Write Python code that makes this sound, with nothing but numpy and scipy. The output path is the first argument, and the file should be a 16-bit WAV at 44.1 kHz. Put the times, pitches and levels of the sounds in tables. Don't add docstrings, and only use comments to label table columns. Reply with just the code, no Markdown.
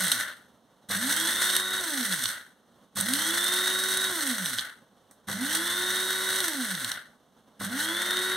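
import sys
import numpy as np
from scipy import signal
from scipy.fft import rfft, irfft, next_fast_len
from scipy.io import wavfile

SR = 44100
rng = np.random.default_rng(int(sys.argv[2]) if len(sys.argv) > 2 else 0)


def transcribe(signal):
    frames = np.atleast_2d(signal).T
    limited = np.clip(frames, -1, 1)
    pcm = np.round(limited * 32767).astype(np.int16)
    wavfile.write(sys.argv[1], SR, pcm)


N = 368808
TIME = np.arange(N) / SR
SIZE = next_fast_len(N + SR // 2) // 2 * 2
FREQS = np.maximum(np.arange(SIZE // 2 + 1) * SR / SIZE, 1)
MAINS_HZ = 50

TOP_HZ = 376
JERK_SHARE, JERK_S = 0.335, 0.048
DRAG_S, FRICTION_HZ_PER_S = 2.0, 464


def rotor_speed(on, off, spin_up_s):
    driven = np.clip(TIME - on, 0, off - on)
    coasted = np.maximum(TIME - off, 0)
    jerk_left = JERK_SHARE * np.exp(-driven / JERK_S)
    climb_left = (1 - JERK_SHARE) * np.exp(-driven / spin_up_s)
    reached = TOP_HZ * (1 - jerk_left - climb_left)
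    braking = FRICTION_HZ_PER_S * DRAG_S
    return np.maximum((reached + braking) * np.exp(-coasted / DRAG_S) - braking, 0)


# on_s, off_s, spin_up_s, whine_db (relative), hollow_db (spice lost at the hollow), grip_db (damping by the hand)
RUNS = [(-1.3, -0.285, 0.21, -38, 0, 0), (0.885, 1.798, 0.203, -33.5, 3, 7),
        (2.951, 4.098, 0.196, -32, 3, 0.5), (5.269, 6.405, 0.185, -35, 6, 0),
        (7.592, 8.6, 0.177, -33.5, 6, -2)]
HOLLOW_S, HOLLOW_WIDTH_S = 0.115, 0.04
GRIT_FOLLOWS, RATTLE_FOLLOWS = 0.3, 0.3
GRIT_SETTLES_S, GRIT_FALL_DB_PER_S = 0.492, 160
RATTLE_SETTLES_S, RATTLE_FALL_DB_PER_S = 0.575, 175


def controls(switch_s=0.013):
    speed, power, damping_db, whine, grit, rattle = np.zeros((6, N))
    for on, off, spin_up_s, whine_db, hollow_db, grip_db in RUNS:
        turns = rotor_speed(on, off, spin_up_s)
        started = np.clip((TIME - on) / switch_s, 0, 1)
        held = started * np.clip((off - TIME) / switch_s + 1, 0, 1)
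        stirred = started * from_db(-hollow_db * swell(on + HOLLOW_S, HOLLOW_WIDTH_S))
        speed += turns
        power += held
        damping_db += grip_db * (turns / TOP_HZ) ** 6
        whine += held * from_db(whine_db)
        grit += stirred * airborne(turns, off, GRIT_FOLLOWS, GRIT_SETTLES_S, GRIT_FALL_DB_PER_S)
        rattle += stirred * airborne(turns, off, RATTLE_FOLLOWS, RATTLE_SETTLES_S, RATTLE_FALL_DB_PER_S)
    grit_db, rattle_db = load()
    return speed, power, from_db(-damping_db), whine, grit * from_db(grit_db), rattle * from_db(rattle_db)


# pitch_hz, width_hz, level_db
HOUSING = [(119, 14, -46), (190, 14, -36.5), (254, 22, -31.5), (323, 10, -39.5), (361.8, 12, -45)]


def rotor(angle, pace):
    crawling = np.clip((0.42 - pace) / 0.087, 0, 1)
    knock = from_db(-10.5) * np.sin(2 * angle) * crawling
    strength = np.minimum(pace / 0.46, 1) ** 1.8
    flicker = from_db(1.4 * drift(25))
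    shake = np.sqrt(2) * (np.sin(angle) + knock) * strength * flicker
    return sum(from_db(db) * resonate(shake, hz, width) for hz, width, db in HOUSING)


# multiple (of the turning rate), offset_hz, level_db (at full speed, under power)
ORDERS = [(1, 100, -59.5), (1, 200, -57), (2, 0, -58), (2, 200, -55), (3, -100, -57), (3, 0, -52),
          (3, 100, -58), (4, -100, -49.5), (4, 0, -44.5), (4, 100, -57), (5, 0, -49), (5, 100, -48.5),
          (6, 0, -55), (8, 0, -59.5), (9, 0, -57)]
COAST_LIFT_DB, COAST_FADE_DB_PER_ORDER = 9, 2.2


def buzz(angle, speed, pace, power):
    wobble = (0.054 + 0.04 * (1 - power)) * drift(45)
    out = np.zeros(N)
    for multiple, offset_hz, db in ORDERS:
        k = round(multiple)
        offset = round(offset_hz / MAINS_HZ) * MAINS_HZ
        cup_db = at_hz(RATTLE, k * speed + offset) - at_hz(RATTLE, k * speed.max() + offset)
        line = np.sin(k * (angle + wobble) + 2 * np.pi * (offset * TIME + rng.random()))
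        if offset:
            presence = power
        else:
            presence = from_db((COAST_LIFT_DB - COAST_FADE_DB_PER_ORDER * k) * (1 - power))
        out += from_db(db + cup_db + 2.0 * drift(20)) * line * presence
    return np.sqrt(2) * out * pace ** 1.18


# pitch_hz, gain_db
WHINE_GAIN_DB = [(2650, -22), (2950, -9.5), (3150, -3.5), (3400, -3), (3660, 1), (3780, -1)]


def commutator(angle, speed, mains, count=10):
    phase = count * angle + 0.18 * drift(50)
    upper = from_db(-3) * np.sin(phase + 2 * mains)
    lower = from_db(-12) * np.sin(phase - 2 * mains)
    tone = np.sin(phase) + upper + lower
    return tone * from_db(at_hz(WHINE_GAIN_DB, count * speed) + 1.5 * drift(23))


# pitch_hz, level_db (at full speed)
HUM = [(100, -65), (200, -55), (300, -70)]


def stator(mains, pace, inrush_db=15):
    lines = sum(from_db(db) * np.sin(round(hz / MAINS_HZ) * mains) for hz, db in HUM)
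    inrush = inrush_db * np.minimum(1 - pace ** 2, 0.8)
    return np.sqrt(2) * lines * from_db(inrush + 0.71 * drift(12))


# pitch_hz, level_db per Hz (relative)
RATTLE = [(40, -36.5), (90, -20), (150, -24.5), (250, -10.5), (400, -19), (560, -12.5), (800, -15.5),
          (1200, -12.5), (1510, -0.3), (1720, -3), (1980, -0.5), (2400, -12), (3300, -12), (4400, -13),
          (6000, -32)]
# pitch_hz, level_db per Hz (relative)
GRIT = [(1000, -30.5), (2500, -6.5), (3000, -5.5), (3450, 0.5), (4300, 0.5), (5100, -2.5), (6100, -2.5),
        (7300, -5), (8400, 3), (9300, -0.5), (11400, -1), (12400, -3.5), (13200, -3.5), (14000, -6.5),
        (15800, -7.5)]
CUP_HZ, CUP_WIDTH_HZ, CUP_DB = 1530, 200, 3.5
ROLLS_BELOW = 0.6


def spice(angle, pace, throb, grit, rattle):
    clumps = from_db(0.67 * drift(40)) * (1 + 0.15 * np.sin(angle)) * (1 + 0.026 * throb)
    clumps *= chips(per_s=75, fade_s=0.0055, share=0.35)
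    fine = grains(per_s=5000 + 14000 * pace, spread_db=3.0) * from_db(0.7 * drift(70)) * clumps * grit
    coarse = grains(per_s=1800 + 3500 * pace, spread_db=2.0) * clumps * rattle
    rolling = np.clip(1 - pace / ROLLS_BELOW, 0, 1)
    cup = from_db(CUP_DB) * resonate(coarse * rolling, CUP_HZ, CUP_WIDTH_HZ)
    hiss = from_db(-2.3) * colour(fine, GRIT)
    clatter = from_db(-4.3) * colour(coarse * (1 - rolling / 2), RATTLE)
    return hiss + clatter + cup


def chips(per_s, fade_s, share):
    hits = (rng.random(N) < per_s / SR) * np.minimum(rng.exponential(1, N), 3)
    spray = signal.lfilter([1], [1, -np.exp(-1 / (fade_s * SR))], hits + 1e-12)
    return np.sqrt(1 - share + share * spray / spray.mean())


def airborne(speed, off, follows, settles_s, fall_db_per_s):
    settle = off + settles_s
    pace = np.interp(np.minimum(TIME, settle), TIME, speed) / TOP_HZ
    return pace ** follows * from_db(-fall_db_per_s * np.maximum(TIME - settle, 0))


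# time_s, grit_db, rattle_db (both relative)
LOAD = [(0.05, -27, -27), (0.3, -31, -28), (0.9, -29.5, -30), (1.57, -29, -29.5), (1.63, -35, -35),
        (1.8, -33.5, -35), (2.05, -30, -31), (2.4, -29.5, -30), (2.95, -30, -31), (3.6, -30.5, -30.5),
        (4.2, -31.5, -32.5), (4.7, -34, -31.5), (5.3, -33, -32.5), (5.95, -31.5, -31), (6.45, -31.5, -32.5),
        (7.0, -35.5, -31), (7.65, -35.5, -32.5), (8.3, -35, -30.5)]
# time_s, half_length_s, grit_swell_db, rattle_swell_db
CLUMPS = [(0.925, 0.025, 2.5, 5.5), (1.105, 0.025, 2.5, 2.5), (2.137, 0.02, 3, 3), (2.235, 0.02, 2, 2),
          (2.985, 0.025, 4, 4.5), (3.155, 0.015, 4, 0), (3.92, 0.02, 3, 0), (4.48, 0.025, 4, 2),
          (5.3, 0.018, 1, 3.5), (5.57, 0.035, 3, 0), (7.64, 0.02, 5, 1), (7.82, 0.04, 7, 3.5),
          (8.235, 0.025, 3, -2)]


def load():
    s, *levels = np.transpose(LOAD)
    slow = np.array([np.interp(TIME, s, db) for db in levels])
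    return slow + sum(np.outer(swell_db, swell(at, half_s)) for at, half_s, *swell_db in CLUMPS)


# time_s, knock_db, ping_db (both relative)
CRACKS = [(0.0363, -36, -27), (0.0517, -33, -24), (0.0817, -23, -26), (0.1171, -18, -19.5),
          (0.1204, -21.5, -22), (1.1997, -26, -22.5), (1.271, -26, -29), (1.5007, -21.5, -30),
          (1.5526, -23, -20), (1.5651, -21, -17), (2.0093, -25, -32), (2.1236, -23, -30),
          (2.2378, -24, -27), (2.2563, -19.5, -33), (3.0098, -32, -17.5), (3.1363, -20, -20),
          (3.4426, -25, -23), (3.5633, -25, -24.5), (3.9727, -26, -19), (4.2742, -30, -24),
          (4.459, -24, -30), (4.5854, -23, -37), (4.593, -23.5, -43), (6.404, -23.5, -26),
          (6.482, -29, -26), (6.7508, -28.5, -34), (6.8456, -25, -25), (6.9169, -24, -26.5),
          (8.1703, -25, -33)]
# pitch_hz, level_db per Hz (relative)
LID_KNOCK = [(300, -25.5), (1600, -10), (2400, -9), (3000, -1), (4100, 1), (5500, -8.5), (8000, -16.5),
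             (16000, -27)]
# pitch_hz, level_db per Hz (relative)
BLADE_PING = [(2000, -30), (6000, -13), (7600, -9), (8500, 1.5), (9400, -4.5), (11500, -5), (16000, -16.5)]


def cracks():
    s, knock_db, ping_db = np.transpose(CRACKS)
    knock = bursts(s, knock_db, snap_s=0.0014, scatter_s=0.012, scatter_db=-17.5)
    ping = bursts(s, ping_db, snap_s=0.0013, scatter_s=0.0078, scatter_db=-18)
    return from_db(0.8) * colour(knock, LID_KNOCK) + from_db(1.6) * colour(ping, BLADE_PING)


# pitch_hz, level_db per Hz (relative)
START_THUMP = [(25, -16), (70, -3), (200, 0.5), (400, -5.5), (600, 1.5), (1000, -2), (1600, -1.5),
               (2500, -18), (8000, -33.5)]
RELEASE_JOLT_DB = -47


def start_kick(delay_s=0.016, level_db=-41):
    starts = [(on + delay_s, level_db) for on, *_ in RUNS]
    releases = [(off, RELEASE_JOLT_DB) for _, off, *_ in RUNS]
    s, db = np.transpose([(s, db) for s, db in starts + releases if 0 < s < N / SR])
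    return colour(bursts(s, db, snap_s=0.012, scatter_s=0.05, scatter_db=-2), START_THUMP)


# time_s, level_db (relative)
TAPS = [(5.111, -50)]


def button():
    s, db = np.transpose(TAPS)
    jolt = bursts(s, db, snap_s=0.0026, scatter_s=0.024, scatter_db=-6.5)
    rattle = from_db(-9) * colour(jolt, RATTLE)
    grit = from_db(-2) * colour(jolt, GRIT)
    thump = from_db(-7) * colour(jolt, START_THUMP)
    return rattle + grit + thump


def kitchen(x, t60, wet_db):
    age = np.arange(SR // 2) / SR
    tail = rng.standard_normal((2, len(age))) * from_db(-60 * age / t60) * (age > 0.002)
    tail /= np.sqrt(np.sum(tail ** 2, axis=1, keepdims=True))
    return x + from_db(wet_db) * signal.fftconvolve(x[None], tail, axes=1)[:, :N]


# pitch_hz, level_db per Hz (relative)
ROOM_TONE = [(25, -18.5), (70, -8.5), (130, -2.5), (230, 6), (330, -3.5), (550, -0.5), (1000, -6.5),
             (2000, -16), (3500, -17), (6000, -23), (10000, -24.5), (16000, -28.5)]


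def room_tone():
    shared = rng.standard_normal(N) * from_db(1.6 * drift(15))
    separate = 0.25 * rng.standard_normal((2, N))
    return from_db(-63) * colour(shared + separate, ROOM_TONE)


def scene():
    speed, power, shake, whine, grit, rattle = controls()
    angle = 2 * np.pi * np.cumsum(speed) / SR
    pace = speed / speed.max()
    mains = 2 * np.pi * MAINS_HZ * TIME
    throb = power * np.cos(2 * mains)
    motor = shake * rotor(angle, pace) + buzz(angle, speed, pace, power) + power * stator(mains, pace)
    motor += from_db(-3.7) * whine * commutator(angle, speed, mains)
    contents = spice(angle, pace, throb, grit, rattle) + cracks() + start_kick() + button()
    return motor + kitchen(contents, t60=0.26, wet_db=-10.0) + room_tone()


# pitch_hz, left_gain, right_gain (gains without unit)
PORT_ECHO = [(700, 0.02, 0.02), (2400, 0.74, 0.79), (4950, 0.77, 0.47), (7500, 0.66, 0.73),
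             (9400, 0.77, 0.4), (10300, 1.2, 0.56), (12500, 2.1, 0.15), (15000, 2, 0.1)]
# left_hz, right_hz
NULL_HZ = [2560, 2362]
# pitch_hz, left_minus_right_db
BALANCE_DB = [(60, -3), (700, -3), (1150, -2), (1500, 2), (1900, 5), (2700, -1.5), (3500, -2), (4400, -2.5),
              (6400, -3.5), (8400, -4.5), (10000, -4.5), (15000, -3.5)]
CUTOFF_HZ = 15780


def record(dry):
    hz, *sides = np.transpose(PORT_ECHO)
    echo = np.array([over_freqs(np.transpose([hz, gain])) for gain in sides])
    delay = np.exp(-2j * np.pi * FREQS / np.array(NULL_HZ)[:, None])
    comb = (1 - echo * delay) / np.maximum(echo, 1)
    lean = from_db(over_freqs(BALANCE_DB) * np.array([[0.5], [-0.5]]))
    top_cut = 1 / np.sqrt(1 + (FREQS / CUTOFF_HZ) ** 600)
    return irfft(rfft(dry, SIZE) * comb * lean * top_cut)[:, :N]


def from_db(db):
    return 10 ** (np.asarray(db) / 20)


def rms_one(x):
    return x / np.sqrt(np.mean(x ** 2) + 1e-20)


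def at_hz(points, at):
    hz, value = np.transpose(points)
    return np.interp(np.log(np.maximum(at, 1)), np.log(hz), value)


def over_freqs(points):
    return at_hz(points, FREQS)


def colour(x, points):
    cepstrum = irfft(np.log(rms_one(from_db(over_freqs(points)))))
    cepstrum[1:SIZE // 2] *= 2
    cepstrum[SIZE // 2 + 1:] = 0
    return irfft(rfft(x, SIZE) * np.exp(rfft(cepstrum)))[..., :N]


def resonate(x, hz, width):
    r = np.exp(-np.pi * width / SR)
    feedback = [1, -2 * r * np.cos(2 * np.pi * hz / SR), r * r]
    return signal.lfilter(np.array([1, 0, -1]) * (1 - r * r) / 2, feedback, x)


def drift(rate):
    r = np.exp(-40 * np.pi * rate / SR)
    slow = signal.lfilter([1], [1, -2 * r, r * r], rng.standard_normal(N // 20 + 2002))[2000:]
    return np.interp(np.arange(N) / 20, np.arange(len(slow)), rms_one(slow))


def swell(s, half_s):
    return np.exp(-np.minimum(((TIME - s) / half_s) ** 2, 20))


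def grains(per_s, spread_db):
    sizes = from_db(spread_db * np.minimum(rng.exponential(1, N), 4)) * rng.choice([-1, 1], N)
    hits = rng.random(N) < per_s / SR
    return rms_one(sizes * hits / np.sqrt(per_s))


def bursts(times, levels_db, snap_s, scatter_s, scatter_db):
    age = np.arange(SR // 8) / SR
    shape = np.exp(-age / snap_s) + from_db(scatter_db) * np.exp(-age / scatter_s)
    out = np.zeros(N + len(age))
    for s, db in zip(times, levels_db):
        start = max(round(s * SR), 0)
        out[start:start + len(age)] += from_db(db) * shape
    return out[:N] * rng.standard_normal(N)


dry = scene()
out = record(dry)
transcribe(out)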